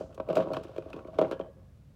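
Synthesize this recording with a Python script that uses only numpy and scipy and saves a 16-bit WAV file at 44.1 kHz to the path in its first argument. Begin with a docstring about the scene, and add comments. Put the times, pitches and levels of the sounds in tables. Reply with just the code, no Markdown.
"""Toys knock a hollow plastic bin on a carpet as a hand rummages in it and lifts one out.
Each knock is a sum of decaying bin modes; toys tick on each other as noise bursts with a short ring.
A thin toy drops back with a faint, fluttering two-mode ring; the hand's shuffle is many random bumps
and grains. A filtered-noise rustle dies away, and a quiet room adds a dark tail, rumble and hiss."""
import sys
import numpy as np
from scipy import signal
from scipy.fft import rfft, irfft
from scipy.io import wavfile
from scipy.ndimage import uniform_filter1d

SR = 44100
rng = np.random.default_rng(int(sys.argv[2]) if len(sys.argv) > 2 else 0)


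def linear_from_db(decibels):
    """Turn decibels (scalar or array-like) into linear amplitude factors; 0 gives 1."""
    return 10 ** (np.asarray(decibels, float) / 20)


def wav_out(sig):
    """Save sig, one row per channel (or a flat mono array), as 16-bit PCM at SR to the path in sys.argv[1]."""
    wavfile.write(sys.argv[1], SR, np.round(np.clip(np.atleast_2d(sig).T, -1, 1) * 32767).astype(np.int16))


N = 85995  # length in samples


def evened(x):
    """Normalisation: scales x to unit rms."""
    return x / np.sqrt(np.mean(x ** 2) + 1e-20)


def add(mix, start_s, sound):
    """Superposition: adds a sound into the mix at its start time."""
    part = mix[max(round(start_s * SR), 0):][:len(sound)]
    part += sound[:len(part)]


def coloured(x, points):
    """Spectral shaping: weights x by a curve through (Hz, dB) points, interpolated over log frequency."""
    f, db = np.transpose(points)
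    hz = np.fft.rfftfreq(len(x), 1 / SR)
    gain = linear_from_db(np.interp(np.log(hz + 1), np.log(f + 1), db))
    return irfft(rfft(x) * gain, len(x))


def ringing(modes, length=0.4, stretch=1):
    """Modal decomposition: one decaying sine per mode, neighbours in opposite sign."""
    t = np.arange(0, length, 1 / SR)
    hz, db, t60 = np.transpose(modes)[:, :, None]
    sign = (-1.0) ** np.arange(len(modes))[:, None]
    decay = linear_from_db(db - 60 * t / np.maximum(t60, 0.005))
    return sign * decay * np.sin(2 * np.pi * hz * stretch * t)


def clicks(per_s, spread_db):
    """Random impulse train: sparse clicks of random sign, a few of them large."""
    size = linear_from_db(spread_db * np.minimum(rng.exponential(1, N), 4))
    present = rng.random(N) < per_s / SR
    return size * present * rng.choice([-1, 1], N)


# Modes of the bin's walls and air, before detuning and added damping.
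# Each row: frequency in Hz, level in dB, decay time t60 in seconds.
BIN_MODES = [(154.5, -8, 0.14), (180.8, -7, 0.12), (274.3, -5, 0.082), (345, -1.5, 0.11), (427, -1, 0.085),
             (533, 0, 0.09), (634.4, 0.5, 0.11), (775, -18, 0.15), (963, -14.5, .09), (1111.5, -7.5, 0.042),
             (1307, -19, .06), (1446, -24.5, 0.037)]
# Knocks of toys on the bin. Each row: time in seconds, strength in dB, pitch of the best-rung modes in Hz,
# hardness in dB added to the modes above HARD_HZ.
KNOCKS = [(0.008, -28.5, 503, -13), (0.039, -38.5, 549, -11.5), (0.179, -36.5, 690, 3),
          (0.199, -25, 633, 7), (0.277, -39, 598, 5.5), (0.288, -24.5, 575, -5), (0.298, -22.5, 570, -3),
          (0.304, -22.5, 638, -11.5), (0.33, -26, 608, 5), (0.354, -39.5, 620, 10),
          (0.361, -25, 647, -10.5), (0.368, -15, 500, 8.5), (0.378, -16.5, 460, -15.5),
          (0.389, -21.5, 580, 1), (0.4, -21, 593, 6.5), (0.409, -29.5, 610, -12), (0.422, -39.5, 380, 5),
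          (0.448, -35.5, 530, -1), (0.46, -31, 340, 1.5), (0.472, -29, 600, 4), (0.504, -27.5, 644, -5),
          (0.515, -27, 660, 0), (0.537, -32, 620, 22.5), (0.568, -25.5, 685, 8), (0.61, -34.5, 533, -17),
          (0.652, -36.5, 330, 8), (0.694, -39, 576, 4.5), (0.763, -34.5, 554, 7), (0.782, -25.5, 420, 3),
          (0.863, -39.5, 272, -6), (0.941, -35.5, 260, -13), (0.965, -34, 345, -6), (1.052, -36, 346, 4.5),
          (1.086, -40, 650, 3.5), (1.1857, -15, 582, 5), (1.193, -22, 660, -6.5), (1.2125, -15, 580, 4.5),
          (1.223, -19, 615, -6), (1.245, -34.5, 525, 5), (1.262, -37.5, 610, -6.5), (1.312, -25.5, 400, 6),
          (1.327, -26, 438, 2.5), (1.398, -25.5, 500, 2.5), (1.41, -33.5, 580, 6)]
HARD_HZ = 870
SPOT_OCTAVES, FAR_DB = 0.63, 6.5  # reach of a knock over the modes; most that a far mode loses
SPOT_DB, DETUNE = 2.5, 0.008  # chance spread of level (dB) and of relative pitch, per mode
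SWELL_S, SWELL_REF_DB, SOFTER = 0.003, -14, 0.3  # swell at the reference strength; dB of lengthening per dB weaker
EARLY_T60, LATE_DB = 0.028, -3.5  # quick extra damping (s) by resting toys; level of the undamped part


def knocks():
    """Modal excitation: a blow swells into the modes near its pitch; the loaded walls shift each time."""
    out = np.zeros(N)
    hz, t = np.array(BIN_MODES)[:, 0], np.arange(0, 0.4, 1 / SR)
    damping = linear_from_db(-60 * t / EARLY_T60) + linear_from_db(LATE_DB)
    chance = rng.standard_normal((len(KNOCKS), 2, len(BIN_MODES)))
    for (start_s, db, best_hz, hard_db), (chance_level, chance_pitch) in zip(KNOCKS, chance):
        octaves_away = abs(np.log2(np.minimum(hz, HARD_HZ) / best_hz))
        far_loss_db = np.minimum(6 * (octaves_away / SPOT_OCTAVES) ** 2, FAR_DB)
        weight = linear_from_db(SPOT_DB * chance_level - far_loss_db + hard_db * (hz > HARD_HZ))
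        modes = ringing(BIN_MODES, stretch=1 + DETUNE * chance_pitch[:, None])
        # weaker blows stay longer in contact
        swell_s = SWELL_S * linear_from_db(SOFTER * (SWELL_REF_DB - db))
        swell = np.sin(np.pi / 2 * np.minimum(t / swell_s, 1)) ** 2
        sound = swell * damping * (weight @ modes)
        early_level = 2 * np.std(sound[:SR // 70])
        # an early start makes long and short swells peak together
        add(out, start_s + SWELL_S - swell_s, linear_from_db(db) * sound / early_level)
    return out


# Noise spectrum of toy on toy. Each row: frequency in Hz, relative density in dB per Hz.
SCRATCH = [(600, 2.5), (1150, 9), (1450, 8), (1950, -7.5), (2450, 0.5), (3100, 0.5), (4300, -7),
           (7000, -16), (16000, -32)]
# Contacts between toys. Each row: start in seconds, relative strength in dB, upper ring frequency in Hz,
# brightness in dB per octave, scratch length in seconds.
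TICKS = [(0.0074, -53, 2300, -3, 0.0067), (0.125, -53, 2330, -5, 0.018), (0.145, -53.5, 3160, 14, 0.0088),
         (0.177, -44, 2460, -7, 0.005), (0.2, -33.5, 2410, -10, 0.0049), (0.2873, -38.5, 2400, 2, 0.0011),
         (0.3004, -33.5, 2490, -8, 0.019), (0.3276, -40, 2410, 0.5, 0.0052), (0.354, -34, 2400, 6, 0.0088),
         (0.3682, -26, 2590, 0, 0.0019), (0.376, -32, 2780, -4.5, 0.0084), (0.405, -34, 2930, -7, 0.008),
         (0.389, -38.5, 2900, -3, 0.006), (0.422, -37, 2930, -6, 0.025), (0.485, -42.5, 2670, -12, 0.0037),
         (0.534, -32, 4350, 3.5, 0.0022), (0.545, -33, 3140, -3.5, 0.0029), (0.5667, -30, 3040, -3, 0.007),
         (0.634, -46, 4500, 5.5, 0.015), (0.648, -47, 2990, -7, 0.0064), (0.763, -41.5, 2370, -0.5, 0.0026),
         (0.7802, -37.5, 2460, -1.5, 0.0041), (0.822, -46.5, 2510, -12, 0.0031),
         (0.9007, -49, 2630, 5, 0.0043), (0.9306, -32, 2570, -3, 0.00072),
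         (0.9633, -43.5, 2440, -3.5, 0.0052), (0.991, -43.5, 2500, -10.5, 0.0038),
         (1.047, -46, 2240, -17, 0.0036), (1.072, -50, 2950, -1.5, 0.01),
         (1.142, -48.5, 2310, -3.5, 0.0053), (1.1856, -29.5, 2170, -3, 0.0064),
         (1.1895, -28, 2140, -4.5, 0.0039), (1.213, -32.5, 2350, -1, 0.0046),
         (1.222, -32, 2160, -7.5, 0.011), (1.246, -31, 2120, -18.5, 0.0098), (1.28, -53, 2130, 4, 0.0029),
         (1.3119, -33.5, 2160, 2, 0.0021), (1.3206, -34, 3060, -6.5, 0.023),
         (1.394, -41.5, 2620, -4.5, 0.0091), (1.41, -38.5, 3190, -9, 0.0051)]
RING_DB, RING_T60, LOW_RING = 4, 0.016, 0.545  # ring level, decay (s), lower mode as a share of the upper
CLEAN_S = 0.004  # contacts shorter than this ring cleaner
SNAP_DB, SNAP_S = -13, 0.0005  # first snap before brightness is added; its decay constant
TAIL_DB, TAIL_S = 0.5, 0.0086  # tail of the noise; its decay constant


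def ticks():
    """Broadband contact noise: a tilted burst with a first snap, a short two-note ring and a tail."""
    out, t = np.zeros(N), np.arange(2048) / SR
    hz = np.fft.rfftfreq(2048, 1 / SR) + 1
    octaves = np.log2(np.minimum(hz, 9000) / 3000 + 0.79)  # levels off at both ends
    for (start_s, db, ring_hz, tilt_db, length), noise in zip(TICKS, rng.standard_normal((len(TICKS), 2048))):
        shape = np.exp(-(t / max(length, 0.0005)) ** 2) + linear_from_db(TAIL_DB) * np.exp(-t / TAIL_S)
        hiss = irfft(rfft(coloured(noise, SCRATCH)) * linear_from_db(tilt_db * octaves))
        snap = linear_from_db(SNAP_DB + tilt_db) * np.diff(noise, prepend=0) * np.exp(-t / SNAP_S)
        notes = np.sin(2 * np.pi * np.outer([1, LOW_RING], ring_hz * t)).sum(0)
        cleanness = np.sqrt(CLEAN_S / max(length, 0.001))
        ring = linear_from_db(RING_DB - 60 * t / RING_T60) * cleanness * notes
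        onset = np.minimum(t / 0.0011, 1)
        add(out, start_s, linear_from_db(db - 11.5) * (onset * (evened(hiss) * shape + ring) + snap))
    return out


# Modes of the thin toy that drops back. Each row: frequency in Hz, level in dB, decay time t60 in seconds.
THIN_MODES = [(1658, 0, .8), (3050, 0, .25)]
# Blows of that toy. Each row: start in seconds, level in dB.
THIN_BLOWS = [(1.313, -60), (1.405, -63)]


def thin_toy():
    """Light damping and amplitude modulation: two faint long modes that flutter as the toy rocks."""
    out = np.zeros(N)
    sound = ringing(THIN_MODES, length=0.34).sum(0)
    for start_s, db in THIN_BLOWS:
        add(out, start_s, linear_from_db(db) * sound)
    flutter = evened(uniform_filter1d(rng.standard_normal(N), size=300))
    return out * (1 + 0.6 * flutter)


# How busy the hand is. Each row: time in seconds, bump level in dB, scratch level in dB.
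STIR = [(0, -40.5, -52), (0.068, -49.5, -80), (.16, -56.5, -78.5), (.27, -52.5, -71), (0.398, -27, -50.5),
        (0.449, -44, -64), (0.559, -33.5, -55.5), (.62, -50, -62), (.74, -53.5, -63.5),
        (0.849, -52.5, -66.5), (.98, -42.5, -63), (1.04, -54, -73), (1.169, -47.5, -65.5),
        (1.238, -29.5, -62.5), (1.3, -44, -64), (1.451, -49.5, -80), (1.551, -61.5, -97.5)]


def control(column):
    """Linear interpolation: one curve of the hand's activity at every sample."""
    rows = np.array(STIR)
    return np.interp(np.arange(N) / SR, rows[:, 0], rows[:, column])


def shuffle():
    """Stochastic excitation: random bumps ring the bin while tiny grains scratch, both led by the hand."""
    t = np.arange(0, 0.4, 1 / SR)
    # the hand's weight shortens the ring of small bumps
    damped_modes = ringing(BIN_MODES) * linear_from_db(-60 * t / 0.15)
    # each mode has its own 120 bumps per second
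    bumps = sum(signal.fftconvolve(clicks(120, 3.96), mode)[:N] for mode in damped_modes)
    grain_decay = np.exp(-np.arange(400) / (0.0017 * SR))
    grit = signal.fftconvolve(abs(clicks(1800, 2.7)), grain_decay)[:N]
    grains = coloured((grit + 0.28) * rng.standard_normal(N), SCRATCH)
    # a short fade-out follows the last row
    fade = np.clip((STIR[-1][0] + 0.18 - np.arange(N) / SR) / 0.14, 0, 1)
    return fade * (linear_from_db(control(1)) * evened(bumps) + linear_from_db(control(2)) * evened(grains))


def rustle():
    """Band-limited noise: a bright brush of plastic leaves that dies away from the start."""
    start_db, t60 = -67.5, 0.5
    brush = clicks(2500, 2.5) + 0.3 * rng.standard_normal(N)
    band = signal.butter(2, [3800, 7200], "band", fs=SR, output="sos")
    decay = linear_from_db(start_db - 60 * np.arange(N) / SR / t60)
    return decay * evened(signal.sosfilt(band, brush))


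def room(x):
    """Diffuse reverberation: a soft carpeted room as a short dark tail of scattered echoes."""
    level_db, t60 = -22.5, 0.25
    t = np.arange(SR // 2) / SR
    build_up = np.clip((t - 0.004) / 0.024, 0, 1)
    tail = rng.standard_normal(len(t)) * linear_from_db(-60 * t / t60) * build_up
    tail = signal.lfilter([1], [1, -0.6], tail)  # darkens the echoes
    return linear_from_db(level_db) * signal.fftconvolve(x, tail / np.linalg.norm(tail))[:N]


# Background spectrum. Each row: frequency in Hz, relative density in dB per Hz.
HUSH = [(21, -38.5), (36, -19.5), (79, -9.5), (108, -13), (139, -15), (220, -23), (284, -29.5),
        (358, -36.5), (581, -34.5), (769, -44), (16000, -64.5)]
HUSH_DB = -54  # rms level


def hush():
    """Stationary coloured noise: low rumble of the house and microphone hiss."""
    return linear_from_db(HUSH_DB) * evened(coloured(rng.standard_normal(N), HUSH))


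def scene():
    """Superposition of the toys, their reverberation and the background."""
    toys = knocks() + ticks() + thin_toy() + shuffle() + rustle()
    # small walls radiate no deep bass
    toys = signal.sosfilt(signal.butter(4, 120, "high", fs=SR, output="sos"), toys)
    return (toys + room(toys) + hush())[None]


def roll_off(x):
    """The treble ends steeply here."""
    return signal.sosfilt(signal.butter(12, 16440, fs=SR, output="sos"), x)


def record(dry):
    """Band limitation: a steep low-pass at 16150 Hz and a high-pass at 44 Hz."""
    low_pass = signal.firwin(511, 16150, window=("kaiser", 9), fs=SR)
    x = signal.oaconvolve(dry, low_pass[None], "same")
    x = signal.sosfilt(signal.butter(5, 44, "high", fs=SR, output="sos"), x)
    return roll_off(x)


dry = scene()
out = record(dry)
wav_out(out)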